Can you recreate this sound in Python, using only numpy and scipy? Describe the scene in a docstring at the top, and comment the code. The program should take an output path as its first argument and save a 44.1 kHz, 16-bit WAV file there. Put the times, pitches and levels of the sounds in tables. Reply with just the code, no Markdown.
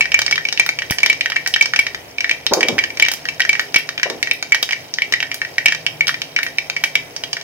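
"""Seeds bursting in hot oil

Small seeds burst one after another in a deep, heavy metal pan, close under a stereo microphone.
Each burst is a short pitched pop with a crack; it bounces off the walls, rings the pan, and the loudest overload.
Droplets splutter in their wake, bubbles sizzle and some jets of steam hiss; there are dull knocks and one air puff.
Behind lie a low room rush, a faint wavering hum and two drones, one dying away and one swelling then easing."""
import sys
import numpy as np
from scipy import signal
from scipy.fft import rfft, irfft
from scipy.io import wavfile

SR = 44100
rng = np.random.default_rng(int(sys.argv[2]) if len(sys.argv) > 2 else 0)


def transcribe(u):
    """Save the signal u as a 16-bit wav file named by the first command-line argument.

    u: samples, shape (n,) or (channels, n), limited to [-1, 1]; the rate is SR.
    q: integer samples, one column per channel.
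    """
    v = np.clip(np.atleast_2d(u).T, -1, 1)
    q = np.round(v * 32767).astype(np.int16)
    wavfile.write(sys.argv[1], SR, q)


N = 327663

# bursting seeds, one a row: start_s, pop_db, pitch_hz, crack_db (strengths before colour and pan)
SEED_BURSTS = [(0.0085, 33.5, 2390, 13), (0.0235, 19, 2500, -2.0), (0.0557, 19, 2000.0, 2),
               (0.1192, 23, 2410, 10.5), (0.1427, 37.5, 2355, 6), (0.1909, 25, 1450, 18.5),
               (0.2177, 27.5, 2200, 17.5), (0.2635, 21.5, 4460, 11), (0.2799, 21.5, 2100, -9),
               (0.3117, 8, 2800.0, 17.0), (0.3253, 30.5, 2310, 9), (0.3577, 17.5, 2930.0, 9),
               (0.3792, 26.5, 1920, -13), (0.4521, 27.5, 2280.0, 2), (0.487, 20, 2670.0, 7.5),
               (0.5262, 18, 5400, 13.5), (0.5752, 22.5, 2680.0, -8.0), (0.5968, 34.5, 2340, 19),
               (0.6632, 22, 1430, 8.0), (0.6907, 31.0, 2190, 14.5), (0.7883, 22.5, 2480, 7.5),
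               (0.8207, 21, 2050, 3), (0.8995, 21.5, 2350, -10), (0.9091, 16, 6100, 15.0),
               (0.9215, 20.5, 1910.0, -5), (0.985, 21.5, 2010, 12.5), (1.004, 9, 2400.0, 6),
               (1.032, 35, 2280.0, 13.5), (1.0611, 28.5, 2200, 20), (1.0994, 37, 2290, 11.5),
               (1.1289, 11, 1740.0, 10.0), (1.2096, 29, 2460, 7.5), (1.2593, 25, 1850.0, 7.5),
               (1.3008, 1, 3240.0, 11), (1.32, 23, 1700, -8.0), (1.3606, 20.5, 1890, -11),
               (1.365, 29, 2130, -7.0), (1.4622, 23.5, 1730, 2), (1.4749, 20.5, 7800, 12.0),
               (1.5396, 27, 3240, 2), (1.5615, 25.5, 1780, 9.5), (1.6109, 35, 2320, 11.0),
               (1.6252, 19.5, 5270, 14.0), (1.658, 16.0, 4400, 12.5), (1.7364, 27, 1700.0, 5),
               (1.7614, 29, 2400, 15.0), (1.7907, 35.5, 2340, 13.5), (1.8673, 25, 2090, 7),
               (1.9467, 19, 2030, 6), (2.1835, 23, 2380, -1), (2.2064, 27.5, 2270.0, 10),
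               (2.2442, 26.5, 2020, -14), (2.2946, 27.5, 2010.0, 7), (2.3119, 28.0, 2450, 9),
               (2.4656, 24.5, 3130.0, 15.5), (2.5359, 28.5, 5760, 18), (2.6078, 22, 1840, 14.5),
               (2.6299, 36, 2290, 10), (2.685, 27.5, 2200, 18.5), (2.782, 26.0, 1870, -1.0),
               (2.7883, 33.5, 2220, 12.5), (2.8386, 26, 1910.0, 8), (2.9027, 17.5, 2280, -2.5),
               (2.9726, 15, 2240.0, 6), (2.9983, 29.5, 2450, 16.5), (3.024, 39.5, 2290, 12),
               (3.05, 22, 2500.0, 4), (3.0632, 20, 1870.0, 5), (3.0851, 24, 2180, 17.5),
               (3.116, 20.5, 7460, 11), (3.1369, 13.5, 7560.0, 8), (3.2544, 16.5, 1820, 2.5),
               (3.2876, 22, 2510, 9), (3.3968, 21, 1550, 3.0), (3.404, 29, 1940, 12),
               (3.419, 18.5, 3200.0, 8), (3.4505, 21.5, 1750, 4), (3.4931, 32.5, 2300, 15.5),
               (3.5308, 32.5, 2200, 8), (3.553, 21.5, 2000.0, -3), (3.5954, 26.5, 1810, 13),
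               (3.7436, 32.5, 2240, 16.5), (3.7604, 36, 2440, 17), (3.8902, 20, 1650, 9.5),
               (3.9781, 23, 2520, -1), (3.998, 17, 1680, -5.0), (4.0312, 33.5, 1920, 13),
               (4.1002, 3, 4510.0, 11.5), (4.228, 28, 2160, 16.5), (4.2726, 18, 1980, 0.0),
               (4.3122, 32.5, 2390.0, 9), (4.4265, 19, 2240, 14), (4.5213, 37, 2190, 3),
               (4.5463, 26, 1950, 16.5), (4.6283, 21.0, 4180.0, 19.0), (4.6902, 20.5, 2050, 5),
               (4.709, 21.5, 2500, 8), (4.7237, 16.5, 2020, 8.5), (4.7309, 27, 2120, 3),
               (4.9389, 17, 5200, -12), (4.9856, 24, 2040, -1.0), (5.0201, 31.5, 2220, 6.0),
               (5.1238, 16, 1750, 16.5), (5.1377, 31, 2010, -4), (5.2037, 22.5, 2480, 6.5),
               (5.2275, 24.5, 2060, 8.0), (5.3158, 21.5, 2140, 5.5), (5.3435, 6, 7640.0, 5.5),
               (5.4167, 23, 1800.0, -11), (5.4497, 16.0, 1920, -13), (5.5821, 28.5, 2060, 7.5),
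               (5.6586, 37.5, 2390, 20.5), (5.6831, 28, 2660, -5), (5.7228, 25.5, 1790.0, 10.5),
               (5.7485, 24, 2130, 7), (5.865, 26, 2900, 5), (6.0081, 32.5, 2250.0, -1.0),
               (6.0701, 19, 3840.0, 9), (6.0805, 22, 3200, 14), (6.0929, 29, 1570, 4),
               (6.1428, 25.5, 2180, 0), (6.2181, 17.5, 2800, 9), (6.363, 34.5, 2200.0, 1.0),
               (6.3889, 25.5, 1600, 6), (6.4309, 24.5, 2140, 9), (6.4652, 18, 1800, 1),
               (6.5844, 30.5, 2330.0, 8.5), (6.6989, 23, 2680, 11.0), (6.765, 25.0, 2180.0, 5.5),
               (6.8387, 33.5, 2280.0, 17.0), (6.9541, 36.0, 2180, 14.0), (7.1635, 15, 6000, 4),
               (7.2371, 15.5, 3010.0, 7.5), (7.3305, 12.5, 5140, 13), (7.3683, 18.5, 1720.0, 2.0),
               (7.4126, 3, 3840, -1.0)]
# relative colour of a burst as it leaves the pan: frequency_hz, gain_db
BURST_COLOUR = [(40, -21), (200, -19.5), (500, -9), (850, -4.5), (1150, -8), (1600, -2), (2300, -4.5),
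                (3100, 1.5), (3500, -6), (4100, -3.5), (5200, 3.5), (6100, -0.5), (7100, -11.5),
                (9000, -19.5), (15000, -24)]
EDGE_HZ = 15900  # upper band limit


def seeds(level_db=-2, size=16384, spot_count=36):
    """A husk splits with a broadband crack, and the escaping steam rings for a few cycles."""
    hz, out = bins(size), np.zeros((2, N))
    colour = causal(amp(read(BURST_COLOUR, hz) + level_db))
    # the bursts take turns over a limited set of spots in the oil
    spots = [pan_path() * tear() * colour for _ in range(spot_count)]
    for k, (start_s, pop_db, pitch_hz, crack_db) in enumerate(SEED_BURSTS):
        spectrum = burst(hz, pop_db, pitch_hz, crack_db) * spots[k % spot_count]
        add(out, start_s, irfft(spectrum))
    return out


def burst(hz, pop_db, pitch_hz, crack_db):
    """Spectrum of one seed: a flat crack and a steam resonance, sharper when strong or in tune with the pan's air."""
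    cavity_hz, cavity_q, cavity_boost = 2280, 8.6, 2.48  # boost: extra Q, in times, for a pop in tune
    base_q, ordinary_db, q_db_per_db = 2.9, 27.5, 0.09
    in_tune = abs(bell(pitch_hz, cavity_hz, cavity_q)) ** 2
    strength_factor = amp(q_db_per_db * (pop_db - ordinary_db))
    q = base_q * strength_factor * (1 + cavity_boost * in_tune)
    pop = amp(pop_db) * abs(bell(hz, pitch_hz, q))
    return causal(np.hypot(pop, amp(crack_db)))


def tear(tear_s=0.0011, first=3.2, depth=0.74, size=16384):
    """Spectrum of a husk giving way: a first snap and a quick run of smaller ones, with no strong colour."""
    t = np.arange(size) / SR
    snaps = rng.standard_normal(size) * np.exp(-t / tear_s) + first * (t == 0)
    spectrum = rfft(snaps / np.linalg.norm(snaps))
    # even out the peaks of the spectrum; a larger depth leaves more of them
    spectrum = spectrum / causal(np.hypot(abs(spectrum), depth))
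    return spectrum / np.sqrt(np.mean(abs(spectrum) ** 2))


def pan_path(wall_db=-1, wall_t60_s=0.043, ring_db=-2, spread_db=1.7, detune=0.00905,
             lag_s=0.000093, side_db=1.23, right_db=0.6, shared=0.14, size=16384):
    """Spectrum from one spot in the oil to both microphones: direct, off the walls and through the pan's modes."""
    # ringing of the pan and the air in it: frequency_hz, level_db (before ring_db and spread), t60_s
    modes = [(1526, -2, 0.062), (1520, -20, 0.28), (1790, 7.5, 0.22), (1800, 8.5, 0.15), (1866.6, 12, 0.09),
             (1903, 11, 0.16), (2007, 7, 0.38), (2200, -16, 0.11), (2240, 0.5, 0.07), (2308, 12.5, 0.054),
             (2270, 8.5, 0.061), (2298, 12, 0.16), (2440, 2, 0.35), (2670, 6.5, 0.29), (2965, 5, 0.044),
             (3193, 12.5, 0.13), (3784, 15.5, 0.056), (5500, -13, 0.11)]
    hz, t = bins(size), np.arange(size) / SR
    # the left port is farther away
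    lag = np.exp(-2j * np.pi * hz * lag_s * rng.uniform(0.64, 1.574))

    # sparse wall reflections: one set common to both ports, one set for each
    reflected = rng.random((3, size)) < 0.12
    decay = amp(-60 * t / wall_t60_s) * (t > 0.0003)
    scatter = rng.standard_normal((3, size)) * reflected * decay
    both, *own = rfft(scatter / np.linalg.norm(scatter, axis=1, keepdims=True))
    walls = amp(wall_db) * (np.sqrt(shared) * both + np.sqrt(1 - shared) * np.array(own))

    # the modes come in close clusters, and each spot drives other members of them by other amounts
    ring = 0
    for mode_hz, level_db, t60_s in modes:
        drive, shift = rng.standard_normal(2)
        gain = amp(level_db + ring_db + spread_db * drive)
        ring = ring + gain * bell(hz, mode_hz * (1 + detune * shift), mode_hz * t60_s / 2.28)

    half_side_db = (right_db + side_db * rng.standard_normal()) / 2
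    ports = np.array([lag, np.ones_like(lag)]) * amp([[-half_side_db], [half_side_db]])
    return (1 + walls + ring) * ports


def splutter(level_db=-10, per_s=70, spread_db=1.5, low_hz=1800, high_hz=6500, q=3, size=8192, bands=8):
    """Small droplets pop in the wake of the bursts, as often as the oil is stirred up."""
    hz, out = bins(size), np.zeros((2, N))
    chance = unrest() * per_s / bands / SR
    colour = causal(amp(read(BURST_COLOUR, hz) + level_db))
    for centre_hz in np.geomspace(low_hz, high_hz, bands):
        strength = amp(spread_db * np.minimum(rng.exponential(1, N), 4))
        pops = (rng.random(N) < chance) * strength
        droplet = irfft(bell(hz, centre_hz, q) * colour * pan_path()[:, ::2])  # every 2nd bin fits the size
        out += signal.oaconvolve(pops[None], droplet, axes=1)[:, :N]
    return out


def unrest(settle_s=0.09):
    """How stirred up the oil is, 1 on average: every burst adds to it, and it settles again."""
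    t = np.arange(N) / SR
    kicks = np.histogram([row[0] for row in SEED_BURSTS], N, (0, t[-1]))[0]
    stir = signal.lfilter([1], [1, -np.exp(-1 / (settle_s * SR))], kicks)
    return stir / stir.mean()


def sizzle(level_db=-43, per_s=700, spread_db=1.0, low_hz=2000, high_hz=7000, q=8.8,
           follow=0.49, size=4096, bands=14):
    """Tiny steam bubbles of many sizes break at the surface, more of them when the oil is stirred up."""
    hz, out = bins(size), np.zeros((2, N))
    chance = per_s / bands / SR * (1 + follow * (unrest() - 1))
    colour = causal(amp(read(BURST_COLOUR, hz)))
    for centre_hz in np.geomspace(low_hz, high_hz, bands):
        strength = amp(spread_db * np.minimum(rng.exponential(1, N), 5))
        breaks = (rng.random(N) < chance) * strength
        tick = irfft(bell(hz, centre_hz, q) * colour * pan_path()[:, ::4])  # every 4th bin fits the size
        out += signal.oaconvolve(breaks[None], tick, axes=1)[:, :N]
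    return amp(level_db) * evened(out)


def spits(low_hz=8500, treble_db_per_octave=3, rise_s=0.00078, t60_s=0.02, extra_room_db=8, size=4096):
    """A jet of steam tears through the oil: a bright hiss of a few milliseconds that the kitchen throws back."""
    # hissing spits of steam and oil: start_s, level_db (before the envelope)
    jets = [(0.6635, -19), (0.908, -10.5), (1.474, -16.5), (1.795, -21.5), (2.5344, -14.5), (3.117, -14),
            (3.137, -19), (3.611, -27), (3.786, -21.5), (4.334, -23), (4.549, -27), (4.626, -16),
            (5.3428, -16.5), (6.078, -18), (6.433, -19.5), (6.837, -18)]
    hz, t, out = bins(size), np.arange(size) / SR, np.zeros((2, N))
    tilt = amp(treble_db_per_octave * np.log2((hz + 1) / low_hz))
    colour = tilt / np.hypot(1, (low_hz / (hz + 1)) ** 3) * (hz < EDGE_HZ)
    for start_s, level_db in jets:
        hiss = evened(irfft(colour * rfft(rng.standard_normal((2, size)))))
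        envelope = amp(level_db - 60 * t / t60_s) * (1 - np.exp(-t / rise_s))
        add(out, start_s, hiss * envelope)
    return out + amp(extra_room_db) * room(out)


def knocks(q=1.7, rise_s=0.0019, width=0.39, top_hz=1250, size=16384):
    """Dull, quickly damped bumps: a dense cluster of low modes each."""
    # knocks and bumps: start_s, level_db (before the rise), centre_hz, t60_s
    bumps = [(2.511, -17, 400, 0.087), (2.517, -8.5, 535, 0.12), (2.545, -22, 690, .14),
             (2.567, -13, 446, 0.18), (2.61, -22, 427, 0.45), (2.687, -19, 340, 0.35),
             (2.725, -27, 122, .14), (4.056, -21, 530, 0.18), (4.098, -23, 430, 0.18),
             (4.145, -31, 320, 0.27)]
    hz, t, out = bins(size), np.arange(size) / SR, np.zeros((2, N))
    for start_s, level_db, centre_hz, t60_s in bumps:
        low_cut = np.hypot(1, (0.5 * centre_hz / (hz + 1)) ** 3)
        body = abs(bell(hz, centre_hz, q)) / (1 + (hz / top_hz) ** 4) / low_cut
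        rattle = irfft(body * np.exp(2j * np.pi * rng.random((2, len(hz)))))
        envelope = amp(level_db - 60 * t / t60_s) * (1 - np.exp(-t / rise_s))
        envelope_rms = np.sqrt(np.mean(envelope ** 2))
        mid, side = [evened(part * envelope) * envelope_rms for part in rattle]
        add(out, start_s, np.array([mid + width * side, mid - width * side]))
    return out


def puff(start_s=0.9088, decay_s=0.0033, level_db=-7, swing_hz=230, right_db=-5, size=2048):
    """One push of air on the microphone, mostly on the left port, that swings back as it dies."""
    t, out = np.arange(size) / SR, np.zeros((2, N))
    # the swing starts at swing_hz and slows down as it dies
    turns = swing_hz * decay_s * np.log1p(t / decay_s)
    push = np.sin(2 * np.pi * turns + np.pi / 4) * np.exp(-t / decay_s)
    add(out, start_s, amp([[level_db], [level_db + right_db]]) * push)
    return out


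def room(x, wet_db=-13, build_s=0.0092, size=22050):
    """The kitchen's diffuse tail, each band dying at its own speed."""
    # kitchen reverberation: frequency_hz, t60_s
    decay_times = [(200, 0.053), (1000, 0.24), (2300, 0.23), (5500, 0.26), (9000, 0.24), (15000, 0.12)]
    hz, t, grains = signal.stft(rng.standard_normal((2, size)), SR, nperseg=256)
    decay = amp(-60 * t / read(decay_times, hz)[:, None])
    build = 1 - np.exp(-t / build_s)
    tail = signal.istft(grains * decay * build, SR, nperseg=256)[1]
    return amp(wet_db) * signal.fftconvolve(x, tail / np.linalg.norm(tail[0]), axes=1)[:, :N]


def kitchen(level_db=-39, swell_db=1):
    """Low rush of the room, gently swelling, with a faint wavering hum and two slow drones."""
    # relative spectrum of the rush: frequency_hz, density_db (per Hz)
    rush_colour = [(20, -17), (50, -11), (85, -5.5), (125, 3.5), (210, -6.5), (300, -0.5), (450, -1),
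                   (680, 3), (850, -2), (1200, -10), (2300, -5), (4000, -19), (8000, -20.5), (15500, -19)]
    # left-right likeness of the rush: frequency_hz, likeness (0-1)
    likeness = [(60, 1), (130, 0.85), (290, 0.73), (640, 0.33), (1400, 0), (3000, 0)]
    # faint wavering hum: pitch_hz, level_db
    hum_tones = [(271, -56), (409, -54.5), (483, -55.5), (538, -59.5), (678, -57)]
    # drone levels over time: time_s, lower_db, upper_db
    drone_levels = [(0, -53.5, -53), (3.2, -61, -56.5), (3.8, -73, -57), (5.2, -75, -57), (5.6, -75, -49.5),
                    (6.8, -75, -51), (7.4, -75, -54)]
    # pitches of the lower and upper drone: pitch_hz
    drone_pitches = (74.4, 156)

    hz, t = np.fft.rfftfreq(N, 1 / SR), np.arange(N) / SR
    left, other = rfft(rng.standard_normal((2, N)))
    same = np.clip(read(likeness, hz), -1, 1)
    right = same * left + np.sqrt(1 - same ** 2) * other
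    rush = irfft(np.array([left, right]) * amp(read(rush_colour, hz)), N)
    swell = amp(swell_db * drift(12.0))

    hum = sum(amp(tone_db) * waver(pitch_hz) for pitch_hz, tone_db in hum_tones)
    times, *levels = np.transpose(drone_levels)
    drone = sum(amp(np.interp(t, times, curve_db)) * waver(pitch_hz)
                for pitch_hz, curve_db in zip(drone_pitches, levels))
    return amp(level_db) * evened(rush) * swell + hum + drone


def waver(hz, waver_hz=3.605):
    """A tone of unit rms that wanders in pitch and strength."""
    turns = np.cumsum(hz + waver_hz * drift(25)) / SR
    return evened((1 + 0.5 * drift(6)) * np.sin(2 * np.pi * turns))


def drift(rate_hz):
    """Slow random wander with an rms of one."""
    knots = rng.standard_normal(4096)
    return evened(np.interp(np.arange(N) / SR * rate_hz, np.arange(len(knots)), knots))


def amp(db):
    """Decibels to gain."""
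    return 10 ** (np.asarray(db) / 20)


def evened(x):
    """Scales to an rms of one."""
    return x / np.sqrt(np.mean(x ** 2) + 1e-20)


def read(points, hz):
    """Reads a spectrum table on a log-frequency axis."""
    table_hz, value = np.transpose(points)
    return np.interp(np.log(hz + 1), np.log(table_hz), value)


def add(mix, start_s, sound):
    """Mixes a sound in at its start time."""
    part = mix[..., max(round(start_s * SR), 0):][..., :sound.shape[-1]]
    part += sound[..., :part.shape[-1]]


def bins(size):
    """Frequencies of a spectrum of that many samples."""
    return np.arange(size // 2 + 1) * SR / size


def bell(hz, centre_hz, q):
    """Complex response of one resonance."""
    return 1 / (1 + 1j * q * ((hz + 1) / centre_hz - centre_hz / (hz + 1)))


def causal(gain):
    """The minimum-phase response with this gain: it starts sharply and then dies away."""
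    log_gain = np.log(np.maximum(np.r_[gain, gain[-2:0:-1]], 1e-5))
    return np.exp(np.conj(signal.hilbert(log_gain)))[:len(gain)]


def scene():
    """Pan and knocks echo in the kitchen; spits bring their own echo, the puff and background have none."""
    near = seeds() + splutter() + sizzle() + knocks()
    return near + room(near) + spits() + puff() + kitchen()


def record(dry, ceiling=1.0, knee=6, low_hz=28):
    """The loudest pops flatten against the ceiling; then the band limits."""
    clipped = dry / (1 + abs(dry / ceiling) ** knee) ** (1 / knee)
    high_pass = signal.butter(2, low_hz, "high", fs=SR, output="sos")
    low_pass = signal.firwin(255, EDGE_HZ, window=("kaiser", 8), fs=SR)
    return signal.oaconvolve(signal.sosfilt(high_pass, clipped), low_pass[None], "same")


dry = scene()
out = record(dry)
transcribe(out)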